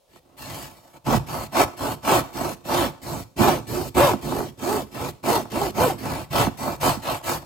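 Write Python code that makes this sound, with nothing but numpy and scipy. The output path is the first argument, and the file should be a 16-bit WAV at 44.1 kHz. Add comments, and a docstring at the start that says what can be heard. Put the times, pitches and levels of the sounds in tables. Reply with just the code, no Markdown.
"""A hand hacksaw rasps through a hollow plastic housing held on a garage workbench, close by.
After a few light scuffs, pushes bite hard and pulls drag lightly. Teeth strike the cut at a rate set by
the arm's speed and chips tear off, so the housing and the bench ring while the steel blade hisses.
Now and then a tooth catches with a knock. Faint room noise and a short reverberation lie behind."""
import sys
import numpy as np
from scipy import signal
from scipy.fft import rfft, irfft
from scipy.io import wavfile
from scipy.ndimage import uniform_filter1d

SR = 44100
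rng = np.random.default_rng(int(sys.argv[2]) if len(sys.argv) > 2 else 0)


def master(y):
    """Save y as 16-bit WAV."""
    cut = np.clip(np.atleast_2d(y).T, -1, 1)
    pcm = np.round(cut * 32767)  # scale
    wavfile.write(sys.argv[1], SR, pcm.astype(np.int16))


N = 328545

# resonances: pitch_hz, width_hz, left_db, right_db
BENCH_MODES = [(52.3, 24, -14, -15.5), (107.6, 28.5, -13, -10), (150, 37, -13, -11)]
HOUSING_MODES = [(213, 23.5, -22.5, -2), (269, 23.7, -6.5, -1.5), (352.3, 21.4, -10, -0.5),
                 (445, 37, -13.5, -8), (582, 136, -8.5, -9.5), (699, 51, -6, 0.5), (732, 59, -8.5, -3),
                 (878, 64, -4, -6), (1013, 174, -9, -11.5), (1160.4, 138, -33, -6.5), (1300, 29, -13, -6.5),
                 (1510, 168, -20, -16.5)]
BLADE_MODES = [(1728, 121, -16, -17), (1926, 93, -18.5, -26), (2364, 220, -19.5, -21),
               (2642, 223, -22, -22), (3197, 350, -27, -25.5), (3700, 344, -24, -27.5),
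               (4100, 147, -22.5, -24), (4344, 420, -23, -27), (5475, 1110, -25, -27),
               (6150, 430, -29, -29.5), (7235, 365, -25.5, -22.5), (7795, 570, -23.5, -24.5),
               (10520, 1450, -30, -30), (11900, 1700, -27.5, -26), (14900, 3100, -27.5, -29.5)]
# saw strokes, levels relative: start_s, dig_s, target_s, stop_s, target_teeth_per_s, rasp_db, hiss_db,
# shake_db, pressure_rise_db, tooth_tone_db, housing_upper_db, blade_lower_db
# the speed climbs toward its target, due at target_s, unless the stroke stops first
PUSHES = [(1.039, 1.062, 1.136, 1.194, 238, -19.5, -30, -30.5, 13, -9.5, 4, -0.5),
          (1.51, 1.554, 1.63, 1.66, 420, -16, -26.5, -40, 13, -9.5, 6, 0),
          (2.018, 2.075, 2.11, 2.226, 400, -15, -24, -36, 7.5, -10.5, 7.5, -1),
          (2.636, 2.69, 2.764, 2.918, 356, -19, -28, -38.5, -1, -8.5, 7.5, 0),
          (3.359, 3.39, 3.46, 3.617, 407, -16.5, -26.5, -33.5, -13.5, -10.5, 0, -2),
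          (3.94, 3.968, 4.029, 4.171, 573, -14.5, -25, -32.5, -17, -3.5, 4, -0.5),
          (4.568, 4.632, 4.74, 4.858, 430, -22, -31.5, -42.5, 3, -5, -2.5, -3.5),
          (5.226, 5.237, 5.328, 5.445, 472, -18.5, -28, -40.5, -9, -4.5, 0.5, -3),
          (5.738, 5.78, 5.836, 5.954, 517, -17, -27, -36.5, -5.5, -2, 1, -2),
          (6.299, 6.335, 6.41, 6.5, 440, -19.5, -27.5, -32.5, -2.5, -9, 5.5, -1.5),
          (6.797, 6.831, 6.86, 6.99, 370, -20.5, -25.5, -35.5, -16, -24, 8, -2.5),
          (7.223, 7.26, 7.29, 7.405, 356, -24, -27.5, -41, -5, -23, 7.5, -3.5)]
PULLS = [(0.367, 0.38, 0.5, 0.68, 155, -37.5, -38.5, -47, 3, -11.5, 7, -3.5),
         (1.263, 1.286, 1.39, 1.477, 260, -28, -36, -39.5, -3.5, -13, 5.5, -3.5),
         (1.766, 1.808, 1.86, 1.955, 435, -25, -34, -39.5, 3.5, -14, 2, -2),
         (2.328, 2.352, 2.44, 2.553, 395, -26.5, -35, -42.5, -0.5, -12.5, 1.5, -4),
         (3.016, 3.066, 3.112, 3.243, 335, -31, -36.5, -40, -4.5, -20, .5, -5.5),
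         (3.668, 3.69, 3.811, 3.9, 390, -26, -34, -38.5, -6.5, -9, -5, -4.5),
         (4.211, 4.226, 4.4, 4.506, 425, -26.5, -36.5, -38.5, -6.5, -6.5, -3.5, -3.5),
         (4.908, 4.943, 5.057, 5.115, 490, -29, -37.5, -41.5, 9, -6, -1.5, -2.5),
         (5.499, 5.535, 5.635, 5.713, 410, -23, -34, -39, 2, -5, 0, -2),
         (5.979, 6.03, 6.3, 6.256, 380, -28.5, -37.5, -38, -3.5, -12, 1, -1),
         (6.57, 6.608, 6.682, 6.77, 355, -25.5, -35, -39.5, -2.5, -13, 3, -4),
         (7.019, 7.045, 7.6, 7.196, 380, -25.5, -34, -43, -2, -24, 11.5, 0)]


def from_db(db):
    """Decibels to gain."""
    return 10 ** (np.asarray(db) / 20)


def unit_rms(x):
    """Scale to unit rms."""
    return x / np.sqrt(np.mean(x ** 2) + 1e-20)


def at_hz(points, hz):
    """Interpolate a table along log frequency."""
    points_hz, values = np.array(points).T
    return np.interp(np.log(np.maximum(hz, 1)), np.log(points_hz), values)


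def butter(x, hz, kind, order=2):
    """Butterworth filter."""
    sos = signal.butter(order, np.clip(hz, 10, .45 * SR), kind, fs=SR, output="sos")
    return signal.sosfilt(sos, x + 1e-18)


def drift(rate_hz):
    """Smooth random wander, unit rms."""
    return unit_rms(butter(rng.standard_normal(N), rate_hz, "low"))


def mix(a, b, b_over_a_db):
    """Constant-power blend."""
    ratio = from_db(b_over_a_db)
    return (unit_rms(a) + ratio * unit_rms(b)) / np.sqrt(1 + ratio ** 2)


def ring(force, modes):
    """Parallel resonators of alternating sign, each with its own left and right gain."""
    out = np.zeros((2, N))
    for k, (hz, width_hz, left_db, right_db) in enumerate(modes):
        r = np.exp(-np.pi * width_hz / SR)
        feedback = [1, -2 * r * np.cos(2 * np.pi * hz / SR), r * r]
        motion = signal.lfilter(np.array([1, 0, -1]) * (1 - r * r) / 2, feedback, force + 1e-18)
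        out += (-1) ** k * from_db([[left_db], [right_db]]) * motion
    return out


def room_air(level_db=-63.5):
    """Faint steady room noise, partly common to both channels."""
    # noise spectrum: freq_hz, relative_db
    spectrum = [(18, -32), (30, -1), (307, -14), (432, -5), (518, 3.5), (1770, -24), (3400, -16.5),
                (15500, -25)]
    colour = from_db(at_hz(spectrum, np.arange(N // 2 + 1) * SR / N))
    white = rng.standard_normal(N) + 1.2 * rng.standard_normal((2, N))
    return from_db(level_db) * unit_rms(irfft(rfft(white) * colour, N))


def garage_reverb(x, gap_s=0.0054):
    """Diffuse reflections, separate per channel, dying soonest in the top treble."""
    # room decay: freq_hz, t60_s
    decay = [(100, 0.49), (1000, 0.44), (5000, 0.57), (15000, 0.24)]
    t = np.arange(SR // 2) / SR
    edges_hz = np.geomspace(40, 18000, 9)
    tail = 0
    for low, high in zip(edges_hz, edges_hz[1:]):
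        t60_s = at_hz(decay, np.sqrt(low * high))
        band = butter(rng.standard_normal((2, len(t))), [low, high], "band")
        tail = tail + band * np.exp(-np.log(1000) * t / t60_s)
    tail = tail * (t > gap_s)
    return signal.fftconvolve(x, tail / np.linalg.norm(tail, axis=1, keepdims=True), axes=1)[:, :N]


def tooth_catches(snap_s=.002):
    """A snagged tooth lets go: the housing knocks and thuds on the bench, the blade snaps."""
    # catches, levels relative: time_s, knock_db, thud_db
    catches = [(0.159, -32, -50), (1.08, -8.5, 1), (1.142, -3, -1), (1.555, -14, -25), (2.077, -2, -18),
               (2.703, -11, -14), (3.163, -22, -5), (3.198, -20.5, -10), (3.393, -14, 1), (3.402, -7, 8),
               (3.411, -21, -5), (3.474, -9, -14), (3.968, -4.5, 1), (4.134, -6, -0.5), (4.321, -8.5, -26),
               (4.404, -9, -26), (4.661, -10, -15), (5.238, -14.5, -11), (5.454, -21, -28),
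               (6.354, -4, -25), (6.468, -7.5, 3.5), (6.678, -7, -12), (6.831, -8.5, -24),
               (6.853, -3.5, -14), (6.875, -3, -26), (6.967, -28, -4.5)]
    blows, jolts = np.zeros((2, N))
    for time_s, knock_db, thud_db in catches:
        i = round(time_s * SR)
        blows[i], jolts[i] = from_db([knock_db, thud_db])
    t = np.arange(SR // 50) / SR
    burst = rng.standard_normal(len(t)) * np.exp(-t / snap_s)
    bursts = signal.fftconvolve(blows, burst / np.linalg.norm(burst))[:N]
    knock = from_db(33) * ring(butter(blows, [170, 1700], "band"), HOUSING_MODES)
    thud = from_db(35.5) * ring(butter(jolts, [75, 220], "band"), [*BENCH_MODES, *HOUSING_MODES[:3]])
    snap = from_db(16.5) * ring(butter(bursts, 1300, "high"), BLADE_MODES)
    return knock + thud + snap


def arm_motion(lead_s=.005, coast_s=.02, creep_teeth_per_s=30, tone_rise_db=10):
    """Most strokes speed up and slow; two late pulls keep speeding up until they stop abruptly."""
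    t = np.arange(N) / SR
    teeth_per_s, colour_db = np.zeros(N), np.zeros((3, N))
    strokes = sorted(map(tuple, [*PUSHES, *PULLS]))
    for start_s, _, target_s, stop_s, target_teeth_per_s, *_, tone_db, upper_db, lower_db in strokes:
        along = np.interp(t, [start_s - lead_s, target_s, stop_s + coast_s], [0, .5, 1])
        moving = (along > 0) & (along < 1)
        teeth_per_s[moving] += target_teeth_per_s * np.sin(np.pi * along[moving]) ** .9
        colour_db[:, int(start_s * SR):] = [[tone_db], [upper_db], [lower_db]]  # set by the bite angle
        colour_db[0, moving] += tone_rise_db * (along[moving] - .5)  # teeth mesh more evenly late on
    return np.maximum(teeth_per_s, creep_teeth_per_s), *uniform_filter1d(colour_db, size=900, axis=1)


def bite(start_s, dig_s, stop_s, levels_db, rise_db, arch, skate_db=(-3.5, -1.5, -4)):
    """Teeth skate, then dig in: rasp, hiss and shake power follow an arch tilted by hand pressure."""
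    span = np.arange(int(start_s * SR), min(int(stop_s * SR), N))
    along = np.linspace(0, 1, len(span))
    db = np.array(levels_db)[:, None] + rise_db * (along - .5) + np.outer(skate_db, span < dig_s * SR)
    shape = np.abs(np.sin(np.pi * along)) ** np.array(arch)[:, None]
    return span, (from_db(db) * shape) ** 2


def after_ring(power, after_db, t60_s):
    """Envelope of a part that stores some energy and loses it exponentially."""
    r = from_db(-60 / (t60_s * SR)) ** 2
    stored = signal.lfilter([1 - r], [1, -r], power + 1e-18)
    return np.sqrt(power + from_db(after_db) ** 2 * stored)


def stroke_envelopes(push_arch=(1.41, 1.21, 0.53), pull_arch=(0.82, 0.42, 0.6)):
    """Rasp, hiss and shake envelopes, one arch exponent each: pushes dig in, pulls scrape evenly."""
    # blade settling into the cut: start_s, stop_s, rasp_db, hiss_db, shake_db, pressure_rise_db
    scuffs = [(.075, .198, -53, -60, -66, 15), (0.203, 0.433, -52, -72, -68, 14),
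              (0.563, 0.819, -45.5, -49.5, -57.5, -12), (0.738, .959, -54, -58.5, -75, 5.5),
              (0.929, 0.987, -44.5, -53.5, -59, 0)]
    passes = []
    for strokes, arch in ((PUSHES, push_arch), (PULLS, pull_arch)):
        for start_s, dig_s, _, stop_s, _, rasp_db, hiss_db, shake_db, rise_db, *_ in strokes:
            passes.append(bite(start_s, dig_s, stop_s, (rasp_db, hiss_db, shake_db), rise_db, arch))
    for start_s, stop_s, *levels_db, rise_db in scuffs:
        passes.append(bite(start_s, start_s, stop_s, levels_db, rise_db, pull_arch))
    power = np.zeros((3, N))
    for span, pass_power in passes:
        power[:, span] += pass_power
    return (after_ring(power[0], after_db=-11, t60_s=0.4),
            after_ring(power[1], after_db=-15, t60_s=0.42),
            after_ring(power[2], after_db=2.8, t60_s=0.27))


def tooth_kicks(teeth_per_s, jitter=.018, uneven_db=4.0):
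    """One kick of random size per tooth, and the tooth phase (0-1)."""
    teeth_passed = np.cumsum(teeth_per_s * (1 + jitter * drift(70))) / SR
    kicks = np.diff(np.floor(teeth_passed), prepend=0) * from_db(uneven_db * rng.standard_normal(N))
    return unit_rms(kicks / np.sqrt(teeth_per_s)), teeth_passed % 1


def stick_slip(judder_db=0.5, snags_per_s=45, snag_size=0.82, snag_s=0.0031):
    """The blade grips and slips unevenly; small snags release suddenly and die in milliseconds."""
    jerks = (rng.random(N) < snags_per_s / SR) * snag_size * rng.uniform(0.66, 1.13, N)
    snags = signal.lfilter([1], [1, -np.exp(-1 / (snag_s * SR))], jerks + 1e-18)
    return unit_rms(from_db(judder_db * drift(60)) + snags)


def chips(per_s, spread_db):
    """Tiny fractures of the plastic, random in time and size."""
    sizes = from_db(spread_db * np.minimum(rng.exponential(1, N), 4)) * rng.choice([-1, 1], N)
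    return unit_rms(sizes * (rng.random(N) < per_s / SR))


def blade_scrape(tooth_phase, judder, pulse_depth=0.12, noise_gain=2.76, lag_ms=0.074):
    """Fine scraping, strongest as each tooth enters; the long blade sounds partly unlike on each side."""
    grit = chips(14000, spread_db=-1.5)
    late_grit = np.interp(np.arange(N) - lag_ms * SR / 1000, np.arange(N), grit)
    scrape = np.array([grit, late_grit]) + noise_gain * rng.standard_normal((2, N))
    pulsing = 1 + pulse_depth * np.cos(2 * np.pi * tooth_phase)
    return butter(scrape * pulsing * judder, 1950, "high")


def blade_slide(x, ring_s=0.0051, share=0.35, block=4096):
    """The sliding blade's free lengths change: new random fine resonances every half block."""
    t = np.arange(block // 2) / SR
    window = np.sin(np.pi * np.arange(block) / block)
    padded = np.pad(x, ((0, 0), (0, block)))
    rung = np.zeros((2, N + 2 * block))
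    for i in range(0, N, block // 2):
        response = rng.standard_normal(len(t)) * np.exp(-t / ring_s)
        response /= np.linalg.norm(response)
        piece = signal.fftconvolve(padded[:, i:i + block] * window, response[None], axes=1)
        rung[:, i:i + piece.shape[1]] += piece
    return np.sqrt(1 - share) * x + np.sqrt(share) * rung[:, :N]


def blade_ring(scrape, lower_db):
    """The steel rings, alternate modes fed by swapped channels; a deeper bite lifts the lower modes."""
    scrape = blade_slide(scrape)
    lower, upper = (unit_rms(ring(scrape, modes[::2]) + ring(scrape[::-1], modes[1::2]))
                    for modes in (BLADE_MODES[:6], BLADE_MODES[6:]))
    return upper + from_db(lower_db) * lower


def tooth_tone(tooth_phase, harmonics=(1, 0.72, 0.16), waver_db=4.0):
    """Evenly spaced teeth rock the housing with a gliding tone."""
    tone = unit_rms(sum(size * from_db(waver_db * drift(53.4)) * np.sin(2 * np.pi * k * tooth_phase)
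                        for k, size in enumerate(harmonics, 1)))
    tone = tone + 0.9 * unit_rms(ring(tone, HOUSING_MODES))
    steady = tone / np.sqrt(uniform_filter1d(np.mean(tone ** 2, axis=0), size=900) + 1e-9)
    # the tooth tone carries neither deep bass nor treble
    return unit_rms(butter(butter(steady, 134, "high", order=4), 1140, "low", order=3))


def housing_rasp(force, upper_db):
    """The hollow housing rings, its upper modes upper_db above its lower ones."""
    force = butter(force, [170, 1700], "band")
    return mix(ring(force, HOUSING_MODES[:4]), ring(force, HOUSING_MODES[4:]), upper_db)


def sawing(rasp_db=-0.7, shake_db=1.0, hiss_db=-2.5, rub_db=-5.5, bright_db_per_octave=3.5):
    """Teeth and chips drive the housing, the bench under it and the blade."""
    rasp, hiss, shake = stroke_envelopes()
    teeth_per_s, tone_db, upper_db, lower_db = arm_motion()
    kicks, tooth_phase = tooth_kicks(teeth_per_s)
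    judder = stick_slip()
    rub = from_db(rub_db) * rng.standard_normal((2, N))  # blade flanks on the sides of the cut
    force = judder * (0.3 * kicks + chips(2500, spread_db=3.0) + rub)
    speed_octaves = np.log2(np.maximum(teeth_per_s, 120) / 330)  # a faster blade sounds brighter
    body = housing_rasp(force, upper_db + 1.5 + bright_db_per_octave * speed_octaves)
    housing = from_db(rasp_db) * rasp * mix(body, tooth_tone(tooth_phase), tone_db + 2.0)
    bench = from_db(shake_db) * shake * unit_rms(ring(butter(force, [55, 190], "band"), BENCH_MODES))
    blade = from_db(hiss_db) * hiss * blade_ring(blade_scrape(tooth_phase, judder), lower_db)
    return housing + bench + blade


def scene(reverb_db=-20.5):
    """The saw close by, the garage around it."""
    saw = sawing() + tooth_catches()
    return saw + from_db(reverb_db) * garage_reverb(saw) + room_air()


def record(dry, cutoff_hz=15950):
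    """Steep low-pass."""
    return signal.sosfilt(signal.ellip(12, .1, 80, cutoff_hz, fs=SR, output="sos"), dry)


dry = scene()
out = record(dry)
master(out)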